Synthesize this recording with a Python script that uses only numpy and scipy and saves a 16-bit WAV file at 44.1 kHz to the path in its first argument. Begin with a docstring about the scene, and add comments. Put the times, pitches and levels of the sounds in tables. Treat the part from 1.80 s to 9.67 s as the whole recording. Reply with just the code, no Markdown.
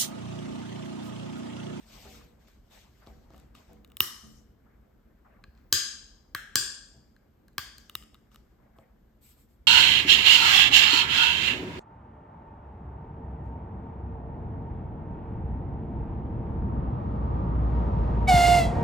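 """A long gas lighter is picked up, clicked alight and let go, close to a phone in a quiet, live room:
struck modes for its hammer and small contacts, shaped noise for its gas. A stiff catch on a metal model
snaps four times: ringing modes, cracks and a diffuse tail. Sleeves and skin rustle as swelling noise,
knocks ring the table top, dull thuds through the building ring wall modes, over low rumble and hiss."""
import sys
import numpy as np
from scipy import signal
from scipy.fft import rfft, irfft, next_fast_len
from scipy.io import wavfile
from scipy.ndimage import uniform_filter1d

SR = 44100
rng = np.random.default_rng(int(sys.argv[2]) if len(sys.argv) > 2 else 0)


def int16_out(signal):
    """Quantize to a 16-bit WAV file."""
    q = np.round(np.clip(np.atleast_2d(signal).T, -1, 1) * 32767)
    wavfile.write(sys.argv[1], SR, q.astype(np.int16))


N = 347063


def amp(db):
    """Amplitude gain from dB."""
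    return 10 ** (np.asarray(db) / 20)


def unit(x):
    """Scale to rms 1."""
    return x / np.sqrt(np.mean(x ** 2) + 1e-20)


def along(points, hz):
    """Interpolate (freq_hz, value) points on a log frequency axis."""
    point_hz, value = np.transpose(points)
    return np.interp(np.log(hz + 1), np.log(point_hz + 1), value)


def filtered(x, response):
    """Apply a complex frequency response by FFT, zero-padded."""
    size = next_fast_len(x.shape[-1] + 8192)
    spectrum = rfft(x, size) * response(np.fft.rfftfreq(size, 1 / SR))
    return irfft(spectrum, size)[..., :x.shape[-1]]


# left-right correlation of diffuse sound: freq_hz, correlation (-1 to 1)
PORT_CORRELATION = [(30, 1), (80, 0.93), (250, 0.81), (600, 0.1), (1500, 0.48), (3000, 0.27), (6000, 0.06),
                    (8000, 0.92), (10000, 1), (11700, 1), (13500, 0.72)]


def diffuse(pair, spectrum):
    """Colour two independent signals and mix them to the port correlation of a diffuse field."""
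    def response(hz):
        angle = np.arccos(np.clip(along(PORT_CORRELATION, hz), -1, 1)) / 2
        return amp(along(spectrum, hz)) * np.array([np.cos(angle), np.sin(angle)])

    mid, side = filtered(pair, response)
    return np.array([mid + side, mid - side])


def rush(spectrum, patchy_db):
    """Diffuse noise of rms 1: spectral shape plus random gain patches in time and frequency."""
    z = signal.stft(rng.standard_normal((2, N)), nperseg=512)[2]
    patches = uniform_filter1d(rng.standard_normal(z.shape[1:]), 8, axis=0)
    patches = uniform_filter1d(patches, 6, axis=1)
    pair = signal.istft(z * amp(patchy_db * unit(patches)), nperseg=512)[1][:, :N]
    return unit(diffuse(pair, [(0.82, -120)] + list(spectrum) + [(21000, -120)]))


def swells(rows, sag_db_per_s, fade_db_per_s):
    """Summed event gain: power rises linearly, sags through the hold, then fades."""
    t = np.arange(0, N / SR, .001)
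    start_s, rise_s, hold_s, level_db = np.transpose(rows)[:, :, None]
    held_s = np.clip(t - start_s - rise_s, 0, hold_s)
    after_s = np.maximum(t - start_s - rise_s - hold_s, 0)
    gain = amp(level_db - sag_db_per_s * held_s - fade_db_per_s * after_s)
    power = np.clip((t - start_s) / rise_s, 0, 1) * gain ** 2
    return np.interp(np.arange(N) / SR, t, np.sqrt(power.sum(axis=0)))


# reverberation: freq_hz, t60_s
ROOM_T60 = [(150, 0.27), (800, 0.71), (2000, 0.59), (5500, 0.64), (9000, 0.52), (14000, 0.2)]


def room(x, first_wall_s, build_s, size):
    """Convolve with a random diffuse tail: silent to the first wall, then build-up and decay by band."""
    hz, t, z = signal.stft(rng.standard_normal((2, size)), SR, nperseg=256)
    decay = amp(-60 * t / along(ROOM_T60, hz)[:, None])
    tail = signal.istft(z * decay, SR, nperseg=256)[1]
    late_s = np.maximum(np.arange(tail.shape[1]) / SR - first_wall_s, 0)
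    tail = diffuse(tail * (1 - np.exp(-late_s / build_s)), [(1, 0)])
    return signal.fftconvolve(x[None], tail / np.linalg.norm(tail[0]), axes=1)


# table and air resonances under a blow: freq_hz, width_hz, relative_db
THUMP_MODES = [(72, 16, 11), (121, 42, 5.5), (340, 110, -1)]
FAVOUR_WIDTH_OCTAVES = 0.33


def clicks(table, modes, colour, favour_db, thump_db, room_db, rattle_s, crack_db, spread_db,
           small_hz, size=32000):
    """Blows: a short contact rattle rings the part, thumps the table and fills the room."""
    out = np.zeros((2, N + 2 * SR))
    t = np.arange(4000) / SR
    hz, mode_db, t60_s, away_db = np.transpose(modes)[:, :, None]

    def body(f):
        total = 0
        for k, (centre_hz, width_hz, level_db) in enumerate(THUMP_MODES):
            damping = 1j * f * width_hz
            total = total + (-1) ** k * amp(level_db) * damping / (centre_hz ** 2 - f * f + damping)
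        return total * (1j * f / (55 + 1j * f)) ** 4  # low cut delays the deepest part

    thump = filtered(np.exp(-t / .0004), body)
    thump = thump / np.abs(thump).max()

    def small(f):
        """Small parts radiate little bass."""
        return (1j * f / (small_hz + 1j * f)) ** 3

    def octaves(f, from_hz):
        return np.log2(np.clip(f, 1200, 13000) / from_hz)

    for start_s, level_db, favoured_hz, bright_db_per_octave in table:
        def tint(f):
            favour = np.exp(-.5 * (octaves(f, favoured_hz) / FAVOUR_WIDTH_OCTAVES) ** 2)
            return amp(along(colour, f) + bright_db_per_octave * octaves(f, 3200) + favour_db * favour)

        # random mode onsets; high modes tend to start sooner and rise faster
        rise_s = rattle_s * np.minimum(4000 / hz, 1.5)
        since_s = np.maximum(t - rise_s * rng.random(hz.shape), 0)
        envelope = amp(mode_db - 60 * since_s / t60_s) * (1 - np.exp(-since_s / rise_s))
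        ring = envelope * tint(hz) * np.sin(2 * np.pi * hz * since_s)

        # direct crack: noise burst; crack into the room: impulse
        crack = rng.standard_normal(len(t)) * t / rattle_s * np.exp(-t / rattle_s)
        near = ring.sum(axis=0) + amp(crack_db) * filtered(crack, tint)
        spread = filtered(signal.unit_impulse(len(t), 60), tint)
        around = (amp(away_db) * ring).sum(axis=0) + amp(spread_db) * spread

        push = amp(level_db + thump_db) * thump
        at = round((start_s + .0012) * SR)
        out[:, at:at + len(t)] += amp(level_db + 4.5) * filtered(near, small) + push
        sent = amp(level_db + 6.5) * filtered(around, small) + 0.91 * push
        wet = amp(room_db) * room(sent, first_wall_s=0.0013, build_s=0.0035, size=size)
        out[:, at:at + wet.shape[1]] += wet
    return out[:, :N]


# rumble level: time_s, level_db
RUMBLE_LEVEL = [(0.0, -58.5), (0.39, -53), (0.7, -61), (1.01, -60), (1.44, -58), (1.6, -55.5), (2.43, -59),
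                (2.61, -59), (7.87, -60)]
# noise shapes: freq_hz, relative_density_db (per Hz)
RUMBLE_SPECTRUM = [(21, -32), (36, -3), (63, -0.5), (101, -15), (123, -8), (154, -16.5), (222, -8.5),
                   (249, -14.5), (469, -21), (1010, -30), (1400, -32), (1570, -31.5), (1970, -37),
                   (2090, -36), (3500, -54), (4550, -87.5), (7700, -120)]
HISS_SPECTRUM = [(1500, -23), (3000, -1.5), (6000, -8), (8500, -9), (10000, -19), (12000, -1), (14500, -7),
                 (16500, -22)]


def rumble_and_hiss():
    """Low rumble of varying level plus steady microphone hiss, both shaped noise."""
    time_s, level_db = np.transpose(RUMBLE_LEVEL)
    rumble_db = np.interp(np.arange(N) / SR, time_s, level_db)
    rumble = amp(rumble_db) * rush(RUMBLE_SPECTRUM, patchy_db=1.5)
    return rumble + amp(-82.5) * rush(HISS_SPECTRUM, patchy_db=0.1)


# sleeve strokes, dull cloth folds, skin sliding on wood: start_s, rise_s, hold_s, level_db
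SLEEVE_STROKES = [(0, 0.0019, 0.042, -67.5), (.055, 0.094, 0.21, -57), (.59, 0.027, 0.044, -73.5),
                  (.67, 0.0061, 0.0074, -66.5), (.83, .05, .02, -76.5), (.9, 0.041, 0.048, -61),
                  (1.1, 0.095, 0.041, -72), (1.26, 0.0045, 0.0062, -66.5), (1.32, 0.024, 0.1, -77),
                  (1.49, 0.066, 0.043, -71.5), (1.745, .008, .01, -63), (1.86, 0.026, .03, -73),
                  (3.76, .02, .01, -80), (6.51, 0.016, 0.0074, -70.5), (6.692, .006, .004, -85)]
CLOTH_FOLDS = [(1.2, .06, 0.034, -65), (1.5, .04, .01, -68), (1.87, .03, 0.018, -68),
               (2.83, .05, 0.052, -70), (3.2, .1, 0.084, -84.5), (3.445, .015, 0.092, -63),
               (3.74, .04, .01, -69.5), (6.78, .04, 0.039, -68.5), (6.92, .07, 0.032, -67.5)]
SKIN_SLIDES = [(6.96, 0.018, 0.029, -77), (7.41, 0.046, 0.058, -62), (7.56, 0.038, 0.017, -67),
               (7.68, 0.027, 0.012, -74.5)]
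# noise shapes: freq_hz, relative_density_db (per Hz)
RUB_SPECTRUM = [(1200, -33), (2200, 1.5), (4500, -0.35), (7000, -5), (9500, -16.5), (12000, -40.5)]
CLOTH_SPECTRUM = [(300, -31.5), (600, -0.3), (1200, -6.5), (2200, -11), (3500, -37.5)]
SKIN_SPECTRUM = [(5000, -36), (8000, 0.5), (10000, -11), (12500, 1.5), (15000, -6), (17000, -27.5)]
# side noises: cloth and skin under a stroke, rub under a slide
STROKE_CLOTH_DB, STROKE_SKIN_DB, SLIDE_RUB_DB = -1.5, -7.5, -6.5
FADE_DB_PER_S, SLIDE_FADE_DB_PER_S = 115, 252


def hands():
    """Friction noise: cloth folds dully, fabric rubs, skin slides with a bright hiss; powers add."""
    strokes = swells(SLEEVE_STROKES, 0, FADE_DB_PER_S)
    folds = swells(CLOTH_FOLDS, 0, FADE_DB_PER_S)
    slides = swells(SKIN_SLIDES, 0, SLIDE_FADE_DB_PER_S)
    rub = np.hypot(strokes, amp(SLIDE_RUB_DB) * slides) * rush(RUB_SPECTRUM, patchy_db=2.0)
    cloth = np.hypot(folds, amp(STROKE_CLOTH_DB) * strokes) * rush(CLOTH_SPECTRUM, patchy_db=4.5)
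    skin = np.hypot(slides, amp(STROKE_SKIN_DB) * strokes) * rush(SKIN_SPECTRUM, patchy_db=3.0)
    return rub + cloth + skin


# far blows: start_s, level_db (nominal), upper_modes_db (above 400 Hz)
FAR_THUDS = [(0.249, -45, 4.5), (1.269, -45, -4.5), (1.525, -50, -5.5), (1.89, -41.5, -6),
             (2.424, -39.5, -19), (5.136, -50, -6.5), (6.19, -50, -14), (6.984, -57, -0.5)]
# wall and floor modes: freq_hz, relative_db, t60_s
WALL_MODES = [(68, 5, .6), (128, -5.5, 0.66), (167.5, -6, 1), (218, 3.9, 0.64), (294, -6.5, 0.92),
              (388, -11, 0.56), (401, 7, 0.17), (486, -3, 0.95), (550, -5.5, 0.39), (606, -1, .4),
              (662, 7, 0.23), (757, -1.5, 0.66), (858, 6.5, 0.1)]


def thuds():
    """Far blows ring wall and floor modes; soft onset, random phase drift per port gives uneven beats."""
    out = np.zeros((2, N + SR))
    t = np.arange(SR // 2) / SR
    hz, mode_db, t60_s = np.transpose(WALL_MODES)[:, :, None]
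    for start_s, level_db, upper_db in FAR_THUDS:
        scatter_db = rng.normal(0, 2.5, hz.shape)
        strength = amp(level_db - 11.5 + mode_db + upper_db * (hz > 400) + scatter_db)
        steps = rng.normal(0, 0.018, (2, len(hz), len(t)))
        drift = np.cumsum(steps, axis=2) * np.sqrt(hz / 400)
        phase = 2 * np.pi * (hz * t + rng.random(hz.shape)) + drift
        ring = strength * amp(-60 * t / t60_s) * np.sin(phase)
        at = round(start_s * SR)
        out[:, at:at + len(t)] += ring.sum(axis=1) * (1 - np.exp(-t / 0.0164))
    return out[:, :N]


# trigger, spring and handle contacts; spark hammer:
# start_s, level_db (nominal), favoured_pitch_hz, brightness_db_per_octave
LIGHTER_TICKS = [(0.6816, -51, 1780, 0), (1.264, -50.5, 4500, -4), (1.5431, -49.5, 2270, -6),
                 (1.5617, -52, 4960, 0.5), (1.5776, -49, 5930, 1), (1.5974, -50.5, 7200, 0.5),
                 (1.7493, -39.5, 2130, -3.5), (1.9304, -53, 7440, 3.5), (2.0456, -43.5, 3150, 0),
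                 (2.0747, -58.5, 7400, 3), (2.0995, -53.5, 2500, 1), (2.117, -45, 2503, -0.5),
                 (2.1677, -32.5, 3135, 5), (6.0952, -31.5, 3600, 1.5), (6.1515, -18, 3800, 2),
                 (6.2234, -44.5, 3200, -1.5), (6.2341, -46, 3250, -0.5), (6.3431, -42, 3700, -1),
                 (6.351, -51, 3175, -5), (6.5154, -54, 3000, -3), (6.544, -44.5, 1200, 0.5),
                 (6.5577, -41, 5700, -1.5)]
SPARK_HAMMER = [(2.2033, -2.5, 3200, 0.0024)]
# lighter modes: freq_hz, relative_db, t60_s, toward_walls_db (relative to toward the phone)
LIGHTER_BODY_MODES = [(1221, 8.6, 0.013, -2), (1970, 2.8, 0.0063, 4.5), (2910, 7.9, 0.01, -6.5),
                      (3680, 9, 0.0093, -8.5), (4000, 14, 0.0029, -7.5), (5200, 5, .004, 8.5),
                      (9000, 11, 0.0014, -2), (11400, 6.1, 0.0041, -3), (13900, 9.3, .002, -1.5)]
# strike strength: freq_hz, relative_db
SPARK_STRIKE = [(1200, -22.5), (1600, -18.5), (2100, -26), (2900, -12.5), (4000, -24.5), (5300, -21.5),
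                (7300, -23.5), (13000, -12.5)]
TICK_STRIKE = [(1200, -13.5), (1700, -16.5), (3200, -18), (5000, -27), (7300, -19.5), (13000, -19)]
# gas as the flame catches and as the valve closes: start_s, rise_s, hold_s, level_db
GAS_PUFFS = [(2.2, 0.0036, 0.39, -50), (5.97, .03, .07, -68)]
# gas noise shape: freq_hz, relative_density_db (per Hz)
GAS_SPECTRUM = [(500, -32.5), (1500, -5.5), (3000, -18), (6000, 2.5), (9000, -8.5), (13000, -8),
                (16500, -29)]
GAS_SAG_DB_PER_S, GAS_FADE_DB_PER_S = 46.5, 167


def lighter():
    """Spark hammer and small contacts ring the lighter body; gas is swelling turbulent noise."""
    body = dict(rattle_s=0.00057, small_hz=800)
    spark = clicks(SPARK_HAMMER, LIGHTER_BODY_MODES, SPARK_STRIKE, favour_db=0.5, thump_db=-30.5,
                   room_db=-7, crack_db=9.5, spread_db=20.5, **body)
    ticks = clicks(LIGHTER_TICKS, LIGHTER_BODY_MODES, TICK_STRIKE, favour_db=6.5, thump_db=-28.5,
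                   room_db=-16, crack_db=13.5, spread_db=22.5, size=17000, **body)
    gas = swells(GAS_PUFFS, GAS_SAG_DB_PER_S, GAS_FADE_DB_PER_S) * rush(GAS_SPECTRUM, patchy_db=3.4)
    return spark + ticks + gas


# table knocks: start_s, level_db (nominal), favoured_pitch_hz, brightness_db_per_octave
TABLE_KNOCKS = [(1.27, -46, 4000, -1.7), (1.503, -49.5, 3200, 0), (1.535, -53, 1200, 0),
                (6.985, -49.5, 3200, -2.6)]
# table top modes: freq_hz, relative_db, t60_s, toward_walls_db (relative to toward the phone)
TABLE_TOP_MODES = [(543, -1, 0.096, -1.6), (670, -1.5, 0.089, -1.5), (805, -6.5, .06, -1.6),
                   (870, 0.5, 0.014, -1.5), (1091, -6, 0.036, -1.5), (1280, -6.5, 0.045, -1.5),
                   (2200, 1, 0.0078, -1.5), (3170, 6.5, 0.0064, -1.5), (4308, 8, 0.0045, -1.5)]
# strike strength: freq_hz, relative_db
KNOCK_STRIKE = [(1200, -9), (1700, -31.5), (3200, -20), (5000, -22), (7300, -27), (13000, -35)]


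def table_knocks():
    """Light blows ring the table top modes, with a strong thump."""
    return clicks(TABLE_KNOCKS, TABLE_TOP_MODES, KNOCK_STRIKE, favour_db=4.5, thump_db=-1.5, room_db=-9,
                  rattle_s=0.00047, crack_db=21, spread_db=8.5, small_hz=257.4, size=20000)


# catch touched, snapping in, snapping back:
# start_s, level_db (nominal), favoured_pitch_hz, brightness_db_per_octave
CATCH_TOUCHES = [(3.638, -37.5, 3010, -3.5), (3.749, -60, 3700, 0.5), (3.7744, -57.5, 4505, 0.5),
                 (5.3627, -52.5, 1700, -1), (5.6802, -49, 1697, 3), (5.73, -67.5, 8020, 5.5),
                 (5.88, -50, 3400, 0), (5.9802, -38.5, 5940, 6)]
SNAPS_IN = [(3.9251, -3, 5200, 0.5), (4.7547, -3, 4587, -0.5)]
SNAPS_BACK = [(4.5471, -15.5, 1720, -0.87), (5.7798, -14, 4600, 0), (5.7901, -29, 1200, -1.3)]
# catch modes: freq_hz, relative_db, t60_s, toward_walls_db (relative to toward the phone)
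CATCH_BODY_MODES = [(1157.5, 5.5, 0.022, -7.5), (1620, 10, .014, 0), (2000, -3.5, 0.002, -0.5),
                    (3150, 6.5, 0.01, -1.5), (3210, 5, 0.0066, 5.5), (4150, -5.5, 0.018, -2),
                    (4780, 6.5, 0.007, 1.5), (5100, 1, 0.006, 0), (6485, 4.5, 0.0055, 0),
                    (7290, 3.5, 0.0063, -0.5), (8420, 5, 0.0065, -2.5), (9100, 5, 0.0013, -7),
                    (11400, 0.5, 0.0025, 0.5), (12200, 5, 0.003, -2), (14100, 3.5, 0.0019, -2.5)]
# strike strength: freq_hz, relative_db
TOUCH_STRIKE = [(1200, -18.5), (1700, -12), (2500, -11.5), (3200, -23.5), (4100, -9.5), (5000, -24),
                (7300, -24.5), (13000, -26)]
IN_STRIKE = [(1200, -25.5), (1700, -20), (2300, -20.5), (3200, -16), (5000, -15.5), (7300, -14),
             (13000, -17.5)]
BACK_STRIKE = [(1200, -14), (1700, -15), (2300, -15), (3200, -18), (5000, -20.5), (7300, -25),
               (13000, -18.5)]


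def catch():
    """One set of metal modes: ticks when touched, snaps in hard and bright, snaps back duller."""
    part = dict(rattle_s=.0008, small_hz=900)
    touches = clicks(CATCH_TOUCHES, CATCH_BODY_MODES, TOUCH_STRIKE, favour_db=6, thump_db=-23.5,
                     room_db=-13.5, crack_db=13, spread_db=21.5, size=14000, **part)
    snaps_in = clicks(SNAPS_IN, CATCH_BODY_MODES, IN_STRIKE, favour_db=1.5, thump_db=-30.5,
                      room_db=-1.5, crack_db=12.5, spread_db=18, **part)
    snaps_back = clicks(SNAPS_BACK, CATCH_BODY_MODES, BACK_STRIKE, favour_db=6, thump_db=-26,
                        room_db=-11, crack_db=16, spread_db=27, **part)
    return touches + snaps_in + snaps_back


def scene():
    """Sum of all sources."""
    return rumble_and_hiss() + hands() + thuds() + lighter() + table_knocks() + catch()


# port level difference: freq_hz, left_over_right_db
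PORT_LEVEL = [(120, 0), (300, 0.1), (1400, 2.2), (3400, 3.5), (4500, 5), (5500, 6.5), (6500, 5.5),
              (7600, 2), (9000, -0.24)]
# port phase difference: freq_hz, phase_rad
PORT_PHASE = [(0, -.03), (300, -.3), (1400, .2), (3400, -1.2), (4500, -.9), (5500, -.1), (7200, .2),
              (10200, 3.14), (13400, 6.28), (17000, 9.6)]
TOP_HZ = 16900


def record(dry):
    """Two ports differ in level and phase with pitch; peaks round off; band-limited at TOP_HZ."""
    def half(hz):
        phase_rad = np.interp(hz, *np.transpose(PORT_PHASE))
        return amp(along(PORT_LEVEL, hz) / 2) * np.exp(-.5j * phase_rad)

    ports = filtered(dry, lambda hz: np.array([half(hz), 1 / half(hz)]))
    rounded = ports / (1 + (ports / .93) ** 6) ** (1 / 6)
    return filtered(rounded, lambda hz: hz < TOP_HZ)


dry = scene()
out = record(dry)
int16_out(out)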